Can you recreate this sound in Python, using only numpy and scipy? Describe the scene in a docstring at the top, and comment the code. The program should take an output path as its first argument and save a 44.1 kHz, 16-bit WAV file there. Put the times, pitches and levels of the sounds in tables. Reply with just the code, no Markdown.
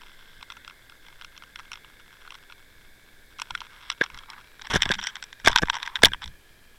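"""Loose tackle rattles and knocks on a camera rig's watertight housing, heard from inside, as a fish
follows the lure. Each hit rings a few damped resonances; the hardest blows overload the microphone.
The rig is being towed over a sandy sea bed: grit ticks against it, sand scrapes it, and a big bump
leaves it sounding hollow. Behind that the tow line sings faintly and rasps through its clip,
and water swells against the housing."""
import sys
import numpy as np
from scipy import signal
from scipy.fft import rfft, irfft, next_fast_len
from scipy.io import wavfile

SR = 44100
rng = np.random.default_rng(int(sys.argv[2]) if len(sys.argv) > 2 else 0)


def output_pcm(signal):
    """Save a mono or channel-first signal as 16-bit PCM at the path in sys.argv[1].

    Samples are clipped to [-1, 1] before scaling.
    """
    pcm = np.clip(np.atleast_2d(signal).T, -1, 1) * 32767
    wavfile.write(sys.argv[1], SR, np.round(pcm).astype(np.int16))


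N = 298998
HIT_SAMPLES = 2048
GRAZE_S, GRAZE_DB = .005, -20.5  # surfaces graze just before a contact closes

# Deep water pressure, and the steady noise bed. Each row: frequency in Hz, relative level in dB.
SWELL_SPECTRUM = [(10, 4.5), (45, -6), (70, -9), (110, -13.5), (220, -22), (400, -37.5), (800, -88.5)]
BED_SPECTRUM = [(8.8, -37), (15, 15.5), (22, -22.5), (53, -11.5), (77, -22), (112, -19.5), (417, -19.5),
                (527, -21), (1060, -28.5), (2200, -27), (2700, -34), (3720, -26.5), (5930, -33),
                (14200, -33.5), (16000, -41)]
# Jolts push water against the housing and tug the line.
# Each row: peak time in seconds, water level in dB, line level in dB before the line's trim.
JOLTS = [(0.38, -51, -58), (0.58, -51, -50), (3.52, -44.5, -56), (4.14, -43.5, -63), (4.755, -28, -38),
         (4.89, -31.5, -41.5), (5.479, -28, -46.5), (5.635, -34, -46.5), (6.045, -26, -45),
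         (6.26, -36.5, -66)]
# The steady tow. Each row: time in seconds, line hiss in dB before its trim, sand patter in dB.
TOW_LEVELS = [(0, -49.5, -57), (.3, -50.5, -60.5), (1.0, -51.5, -63), (1.8, -50, -61), (2.4, -51, -58),
              (2.7, -52, -64.5), (3.25, -52.5, -66.5), (3.45, -49.5, -53), (4.4, -51.5, -60),
              (5.3, -50, -61.5), (6.35, -54, -65), (6.78, -55.5, -69)]
# The line's three lowest resonances drift with its load.
# Each row: time in seconds, then the first, second and third frequency in Hz.
LINE_DRIFT = [(0, 1570, 2100, 3466), (3.0, 1626, 2250, 3525), (3.8, 1566, 2220, 3600),
              (4.5, 1640, 2340, 3900), (5.0, 1640, 2170, 3500), (5.4, 1646, 2450, 3720),
              (6.4, 1670, 2375, 3170)]
# The shape of those three resonances. Each row: width in Hz, relative level in dB.
DRIFTING_MODES = [(177.4, 5), (170, 3), (333, 0)]

# What rings. Each row: frequency in Hz, width in Hz, relative level in dB.
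MOUNT_MODE = [(201, 16, 0)]  # the shaken mount
UPPER_LINE_MODES = [(5000, 320, -6), (5750, 200, -20), (7700, 160, -5)]  # the towed line's steady top
ZING_MODES = [(1524, 66, 3), (3220, 180, -2), (5730, 89, -3), (7800, 240, -29)]  # the taut line sliding
SAND_MODES = [(950, 310, 0.5), (1390, 260, -1), (1638, 230, -0.5), (2166, 260, -1), (2720, 610, -7.5),
              (3400, 420, 1), (5390, 300, -9), (7800, 300, -23.5)]  # the rig rubbed by sand
GRIT_MODES = [(972.4, 253, -1.5), (1440, 119, 4), (2112, 140, -1), (2640, 366, -1), (3340, 214, 2.5),
              (4110, 280, -7.5), (5120, 480, -11), (5655, 400, -5.5), (7790, 260, -20.5), (8840, 410, -23)]  # the rig struck by grit
HOLLOW_MODE = [(970, 140, 5.4)]  # the rig's hollow ring
PUSH_MODES = [(84.3, 166, -1.5), (250.6, 210, 1), (483, 160, -0.5)]  # the whole housing shoved
SHELL_MODES = [(655, 110, -5), (886, 180, -10), (1143, 120, -8)]  # its shell, in the mids
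WALL_MODES = [(1568, 116, -5), (1712, 182, -7), (2131, 150, -17), (3540, 170, -20.5)]  # its wall, higher up
TACKLE_MODES = [(852, 200, -6.5), (1567, 165, 1), (2020, 220, -0.5), (2520, 340, -5.5), (3170, 470, 0.5),
                (3600, 357, 3), (5290, 390, -8.5), (5760, 380, -7.5), (7795, 440, -19), (10180, 1300, -36)]  # the housing struck by tackle

# Tone colours. Each row: frequency in Hz, relative level in dB.
RASP_SPECTRUM = [(60, 3.5), (600, -1.5), (1600, 5), (2500, -2.5), (3500, 3.5), (4600, -17), (5700, -5),
                 (7000, -19), (10000, -20), (16000, -44)]  # the jerked line
CRACK_SPECTRUM = [(100, -12.5), (600, -10), (1200, 8.5), (4000, 10.5), (7000, -6), (10000, -18.5),
                  (13000, -17), (16000, -17.5)]  # the bright edge of a hard contact
CRUNCH_SPECTRUM = [(100, -7.5), (600, -0.5), (1600, -4.5), (3500, -4), (4600, -11), (5700, -1),
                   (8000, -14.5), (10500, -23), (16000, -33.5)]  # the dull edge of a blunt one
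PASSAGE_EQ = [(200, -0.5), (650, -9.5), (950, 2), (7500, 0.5), (10000, 2), (16000, -12.5)]  # water and wall take low mids and top off small contacts

# Short strokes. Each row: start in seconds, length in seconds, level in dB.
MOUNT_HUMS = [(4.92, 0.116, -54)]  # the mount after a shake
LINE_RASPS = [(4.699, 0.027, -29.5), (4.731, 0.043, -25), (4.906, 0.015, -29), (5.03, 0.07, -57),
              (5.444, 0.032, -29.5), (6.041, 0.033, -27)]  # the line jerked through its clip
LINE_ZINGS = [(4.984, 0.019, -34), (5.014, 0.097, -38.5), (5.748, 0.021, -42)]  # the line sliding
RATTLE_SPELLS = [(4.587, .03, -42), (4.7, 0.077, -31.5), (5.011, .05, -32.5), (5.49, .02, -33),
                 (5.647, 0.026, -39), (5.753, .12, -39), (6.212, .025, -36.5)]  # loose tackle jiggling
# The rig sliding through sand. Each row: start and length in seconds, level in dB, body EQ in dB.
SAND_SCRAPES = [(0, 0.47, -61.5, -14), (3.705, 0.11, -56, 6), (3.816, 0.11, -51.5, -1),
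                (4.011, 0.043, -35, 7), (4.123, 0.1, -51, 10), (4.271, 0.14, -49, 15),
                (4.637, 0.044, -43.5, 1), (4.773, .19, -43.5, 6), (4.985, 0.23, -55, 6.5),
                (5.47, 0.059, -35, 0.5), (5.537, 0.0202, -42.5, 6), (5.724, 0.0425, -37.5, 4),
                (5.787, 0.13, -47.5, 2.5), (5.907, 0.1, -52, 14), (6.049, 0.033, -37, 12),
                (6.213, 0.028, -40.5, -1)]
# Larger stones striking the rig. Each row: start in seconds, level in dB, body EQ in dB.
STONE_HITS = [(0.017, -44.5, 5), (0.0343, -46, 0), (0.4102, -46, 7), (0.4273, -36, -3), (0.5014, -35, -0.5),
              (0.5074, -46, 2), (0.5207, -38.5, -3.5), (0.5683, -41.5, 10), (0.6471, -42.5, 0),
              (0.6778, -36.5, -3.5), (0.6976, -43, -2), (0.7083, -45.5, 13), (0.8967, -45, -4),
              (0.9213, -47, 2), (1.065, -47.5, -3), (1.084, -45.5, 5.5), (1.1264, -48, 7),
              (1.2122, -39.5, 7), (1.2212, -41, -4), (1.2463, -37.5, -4), (1.365, -48, -8),
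              (1.3771, -41, -2), (1.4225, -42, 2), (1.4363, -43, 2), (1.5584, -34.5, 1),
              (1.5897, -40.5, -1), (1.5951, -38, 11), (1.601, -41.5, 4), (1.7173, -33.5, 5),
              (1.732, -35, -5), (1.7376, -40, -6), (1.756, -40.5, 2), (1.7733, -45.5, 4), (1.846, -45, 0),
              (2.2508, -46, 13), (2.2763, -40, 2), (2.3055, -38, -2), (2.3222, -40.5, 5), (2.3429, -43, -4),
              (2.352, -41, 3), (2.499, -43.5, 9), (2.5229, -41, 0.5), (3.386, -43.5, -12), (3.3908, -36, 7),
              (3.3984, -32.5, -3), (3.418, -26, -3), (3.5068, -28.5, 3.5), (3.5505, -23.5, 3.5),
              (3.5758, -40, -1), (3.605, -34.5, -4), (3.6169, -33.5, 0.5), (3.667, -45.5, 7),
              (3.901, -21.5, -1.5), (3.9158, -33, 1), (3.9236, -37, -5), (4.0384, -28.5, -3.5),
              (4.062, -38.5, 1), (4.1009, -40.5, 9), (4.1445, -40.5, 2), (4.175, -39.5, 1),
              (4.188, -38.5, -20), (4.2346, -43.5, 7), (4.3013, -36.5, -14), (4.333, -39.5, 5)]
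# The hollow ring opens at the big bump. Each row: time in seconds, send gain from 0 to 1.
HOLLOW_SEND = [(5.47, 0), (5.5, 0.9)]
# Heavy, blunt blows. Each row: start in seconds, then relative push, shell, wall and crunch in dB.
BLOWS = [(4.0112, -23, -44, -14.5, -46.5), (4.0172, -37.5, -41, -17.5, -39), (4.742, -24.5, -29, -26, -43),
         (4.757, -18.5, -32, -16.5, -38), (4.7624, -27, -42, -31, -24), (4.8596, -30, -33, -29, -47),
         (4.9, -27, -46, -35, -52), (4.906, -25, -44, -17.5, -63), (5.4737, -20.5, -10, -7, -13.5),
         (5.496, -37.5, -31.5, -29.5, -40), (5.6196, -33.5, -37.5, -31, -32.5),
         (5.626, -28, -36, -26, -32.5), (5.6319, -19, -25.5, -20, -39), (6.0342, -12, -12.5, -3, -11),
         (6.118, -46.5, -60, -32, -52)]
# Tackle clicking on the housing. Each row: start in seconds, level in dB, body and treble EQ in dB.
TACKLE_HITS = [(4.6188, -36.5, 4.5, 4), (4.6701, -35.5, 10, 5), (4.7045, -31, 15, 12),
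               (4.7381, -27, -15, 7), (4.751, -27.5, -5, 15), (4.7749, -33, 7, -2), (4.8058, -36, 0, -7),
               (4.8206, -13.5, -2.5, 1), (4.8312, -19, -1, 1), (4.8549, -24.5, 0, 1), (4.8911, -25, -3, -1),
               (4.9159, -19, 4, 3), (4.9212, -22.5, 5, -9), (4.9378, -29, 9, 10), (4.9425, -29, -8, -4),
               (4.9518, -33, -4, -2), (4.9898, -30.5, 11, -4), (4.9973, -35.5, 7, -1), (5.0139, -35, 0, 0),
               (5.0389, -31, -3, 19), (5.0701, -22.5, -7, 6.5), (5.1552, -31.5, 5, 6.5),
               (5.1667, -35.5, 13, 0), (5.2255, -31.5, 4, 4), (5.2393, -36.5, 1, 11), (5.328, -37.5, 2, 3),
               (5.399, -43, 10.5, 13), (5.4491, -30, 8, 14), (5.4605, -18.5, 0, 4), (5.4684, -23.5, 5, 4),
               (5.4818, -12, 7, 13), (5.5149, -31, -3, 1), (5.5295, -26.5, 5, -3.5),
               (5.5598, -9.5, -0.5, -2.5), (5.5755, -19.5, -4, -1), (5.5849, -17.5, 4.5, 1),
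               (5.5923, -29, 18, 13), (5.684, -29.5, 20, -5), (5.6988, -16, 1, 1.5), (5.7315, -33.5, 1, -8),
               (5.742, -31.5, 4, 5), (5.7535, -32, -2, 7), (5.7671, -30, 3, -6), (5.8292, -26.5, -7, -6),
               (5.862, -33.5, -4, -4), (5.8755, -27.5, 5, 4), (5.9561, -21, -0.5, -4),
               (5.9612, -28, -8, -8.5), (5.968, -32.5, 6.5, 1), (5.99, -43, 1, -11.5),
               (6.0206, -30.5, 14, 11), (6.0475, -3, -19, -12), (6.0551, -7.5, -5.5, 9),
               (6.0673, -31, 7, 1), (6.0838, -34.5, 11.5, 8.5), (6.1344, -23, 1, -4.5),
               (6.1451, -33.5, 11, -12), (6.241, -32.5, -12, -4), (6.2583, -39.5, -3, 5),
               (6.2772, -39.5, -7, 4.5)]


def amp(db):
    """Decibels to gain."""
    return 10 ** (np.asarray(db) / 20)


def unit(x):
    """Scale to rms 1."""
    return x / np.sqrt(np.mean(x ** 2) + 1e-20)


def unit_hit(x):
    """Scale a hit to the energy of 5 ms at rms 1."""
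    return x / np.sqrt(np.sum(x ** 2) / (SR / 200) + 1e-20)


def eq(points):
    """An EQ curve through (Hz, dB) points on a log axis."""
    freqs, db = np.transpose(points)
    return lambda hz: amp(np.interp(np.log(hz + 1), np.log(freqs), db))


def resonances(modes):
    """Frequency response of a few damped modes, alternating in polarity."""
    return lambda hz: sum((-1) ** k * amp(db) * 1j * hz * width / (centre**2 - hz**2 + 1j * hz * width)
                          for k, (centre, width, db) in enumerate(modes))


def filtered(x, response):
    """Play x through a frequency response."""
    n = x.shape[-1]
    padded = next_fast_len(n + HIT_SAMPLES)
    return irfft(rfft(x, padded) * response(np.fft.rfftfreq(padded, 1 / SR)), padded)[..., :n]


def add(track, s, x):
    """Mix x into the track at s seconds."""
    part = track[max(round(s * SR), 0):][:len(x)]
    part += x[:len(part)]


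def curves(rows):
    """An automation curve for each column after the time."""
    times, *columns = np.transpose(rows)
    return [np.interp(np.arange(N) / SR, times, column) for column in columns]


def strokes(rows):
    """Envelope of short strokes with soft edges."""
    level = np.zeros(N)
    for s, length, db in rows:
        add(level, s, amp(db) * signal.windows.tukey(round(length * SR), .2))
    return level


def surges(rows, fall_s, rise_s=0.02):
    """Envelope that swells up to each (seconds, dB) jolt and dies away after it."""
    t = np.arange(N) / SR
    swells = (amp(db) * np.exp(-np.maximum((s - t) / rise_s, (t - s) / fall_s)) for s, db in rows)
    return np.sqrt(sum(swell ** 2 for swell in swells))


def noise(response):
    """Coloured noise of rms 1."""
    return unit(filtered(rng.standard_normal(N), response))


def grains(per_s, spread_db):
    """Tiny random impacts of uneven size."""
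    impacts = (rng.random(N) < per_s / SR) * rng.choice([-1, 1], N)
    return impacts * amp(spread_db * np.clip(rng.standard_normal(N), -2, 2))


def burst(t60):
    """A rough contact: noise that falls 60 dB in t60 seconds."""
    return rng.standard_normal(HIT_SAMPLES) * amp(-60 * np.arange(HIT_SAMPLES) / SR / t60)


def grazed(contact):
    """A faint graze leads in; the contact lands GRAZE_S later."""
    lead = round(GRAZE_S * SR)
    graze = rng.standard_normal(HIT_SAMPLES)[:lead] * np.linspace(.3, 1, lead)
    return np.concatenate([amp(GRAZE_DB) * unit_hit(graze), unit_hit(contact)])


def hardness(body_db, treble_db):
    """Colour of a contact through water and wall: soft ones are all body, hard ones are bright."""
    tilt = eq([(1700, body_db), (3200, 0.0039), (5600, treble_db), (7800, treble_db), (11000, 0)])
    return lambda hz: tilt(hz) * eq(PASSAGE_EQ)(hz)


def clicks(hits, modes, contact_t60, chatter_db, crack_db, crack_t60, vary_db, detune):
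    """Small hard contacts: a tap and its chatter ring the modes, a little differently at each spot."""
    track = np.zeros(N)
    tap = unit_hit(signal.unit_impulse(HIT_SAMPLES, SR // 4000))
    for s, db, body_db, treble_db in hits:
        spot = [(hz * np.exp(detune * rng.normal()), width, level + vary_db * rng.normal())
                for hz, width, level in modes]
        force = grazed(tap + amp(chatter_db) * unit_hit(burst(contact_t60)))
        ring = unit_hit(filtered(force, resonances(spot)))
        crack = amp(crack_db) * unit_hit(filtered(grazed(burst(crack_t60)), eq(CRACK_SPECTRUM)))
        click = unit_hit(filtered(ring + crack, hardness(body_db, treble_db)))
        add(track, s - GRAZE_S, amp(db) * click)
    return track


def water(swell_db, bed_db):
    """Slow pressure swells on the housing, stronger at each jolt, over a faint steady hiss."""
    jolts = surges([(s, db) for s, db, _ in JOLTS], fall_s=0.05)
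    pressure = np.hypot(amp(swell_db), jolts)
    return pressure * noise(eq(SWELL_SPECTRUM)) + amp(bed_db) * noise(eq(BED_SPECTRUM))


def mount_hum():
    """The shaken mount hums briefly in one low, narrow resonance."""
    return strokes(MOUNT_HUMS) * noise(resonances(MOUNT_MODE))


def tow_line(trim_db, sharpness):
    """The towed line sings: hiss through drifting resonances, louder at each tug."""
    hz, t, spectrum = signal.stft(rng.standard_normal(N), SR, nperseg=1024)
    times, *drifts = np.transpose(LINE_DRIFT)
    moving = [(np.interp(t, times, drift), width, db)
              for drift, (width, db) in zip(drifts, DRIFTING_MODES)]
    colour = np.abs(resonances(moving + list(UPPER_LINE_MODES))(hz[:, None])) ** sharpness
    hiss = signal.istft(spectrum * colour, SR, nperseg=1024)[1][:N]
    hiss_db, _ = curves(TOW_LEVELS)
    tugs = surges([(s, db) for s, _, db in JOLTS], fall_s=0.15)
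    return amp(trim_db) * np.hypot(amp(hiss_db), tugs) * unit(hiss)


def sand_patter():
    """Fine sand patters on the rig, each grain a tiny ring."""
    _, sand_db = curves(TOW_LEVELS)
    colour = hardness(body_db=1, treble_db=-3)
    patter = filtered(grains(per_s=460, spread_db=9), lambda hz: resonances(GRIT_MODES)(hz) * colour(hz))
    return amp(sand_db) * unit(patter)


def line_slips():
    """The line slips in dense runs: broad and harsh when jerked, narrow and zinging when it slides."""
    rasp = unit(filtered(grains(per_s=3600, spread_db=-1), eq(RASP_SPECTRUM)))
    zing = unit(filtered(grains(per_s=1500, spread_db=2), resonances(ZING_MODES)))
    return strokes(LINE_RASPS) * rasp + strokes(LINE_ZINGS) * zing


def sand_scrapes():
    """Sliding through sand: a dense run of grains rings the rig for the length of each stroke."""
    track = np.zeros(N)
    sand = unit(filtered(grains(per_s=4000, spread_db=10), resonances(SAND_MODES)))
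    for s, length, db, body_db in SAND_SCRAPES:
        run = sand[round(s * SR):][:round(length * SR)]
        scrape = unit(filtered(run, hardness(body_db, treble_db=0.5)))
        add(track, s, amp(db) * signal.windows.tukey(len(run), .3) * scrape)
    return track


def stone_ticks(treble_db, treble_per_db):
    """Stones tick against the rig; the harder the strike, the brighter the tick."""
    median_db = np.median([db for _, db, _ in STONE_HITS])
    hits = [(s, db, body_db, treble_db + treble_per_db * (db - median_db))
            for s, db, body_db in STONE_HITS]
    return clicks(hits, GRIT_MODES, contact_t60=0.015, chatter_db=1.5,
                  crack_db=-13, crack_t60=0.012, vary_db=2.5, detune=0.024)


def hollow_ring(contacts):
    """From the big bump on, contacts also ring one hollow mode of the rig."""
    return curves(HOLLOW_SEND)[0] * filtered(contacts, resonances(HOLLOW_MODE))


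def housing_knocks(contact_t60, push_t60, crunch_t60, push_trim_db, chatter_db, soft_hz):
    """Blunt blows shove the housing, ring its shell and wall, and crunch at the point of contact."""
    track = np.zeros(N)
    tap = unit_hit(signal.unit_impulse(HIT_SAMPLES, SR // 1000))

    def ring(modes, t60):
        force = grazed(tap + amp(chatter_db) * unit_hit(burst(t60)))
        return unit_hit(filtered(force, lambda hz: resonances(modes)(hz) / (1 + 1j * hz / soft_hz) ** 2))

    for s, push_db, shell_db, wall_db, crunch_db in BLOWS:
        push = amp(push_db + push_trim_db) * ring(PUSH_MODES, push_t60)
        shell = amp(shell_db) * ring(SHELL_MODES, contact_t60)
        wall = amp(wall_db) * ring(WALL_MODES, contact_t60)
        crunch = amp(crunch_db) * unit_hit(filtered(grazed(burst(crunch_t60)), eq(CRUNCH_SPECTRUM)))
        add(track, s - GRAZE_S, push + shell + wall + crunch)
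    return track


def tackle_rattle(jiggles_per_s, spread_db, body_db, treble_db):
    """Tackle strikes the housing: clear hits, plus small, unevenly spaced clicks while it jiggles."""
    hits = list(TACKLE_HITS)
    for s, length, db in RATTLE_SPELLS:
        count = max(round(length * jiggles_per_s), 1)
        for k in range(count):
            start = s + length * (k + rng.random()) / count
            hits.append((start, db + spread_db * rng.normal(), body_db, treble_db))
    return clicks(hits, TACKLE_MODES, contact_t60=0.016, chatter_db=0,
                  crack_db=-17, crack_t60=0.0097, vary_db=1.5, detune=0.011)


def scene():
    """Everything reaches the one microphone through the housing."""
    stones = stone_ticks(treble_db=-1, treble_per_db=0.26)
    tackle = tackle_rattle(jiggles_per_s=65, spread_db=0, body_db=5.5, treble_db=-0.5)
    knocks = housing_knocks(contact_t60=0.004, push_t60=0.0043, crunch_t60=0.012,
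                            push_trim_db=1, chatter_db=-0.5, soft_hz=11950)
    contacts = tackle + sand_scrapes()
    towing = tow_line(trim_db=-7, sharpness=1.8) + sand_patter() + water(swell_db=-58.5, bed_db=-55)
    background = towing + line_slips() + mount_hum()
    return (background + stones + knocks + contacts + hollow_ring(contacts))[None]


def record(dry):
    """The input stage flattens the loudest peaks, then a steep low-pass cuts the very top."""
    ceiling, top_hz = 0.71, 16200
    clipped = dry / (1 + np.abs(dry / ceiling) ** 8) ** (1 / 8)
    return filtered(clipped, lambda hz: hz < top_hz)


dry = scene()
out = record(dry)
output_pcm(out)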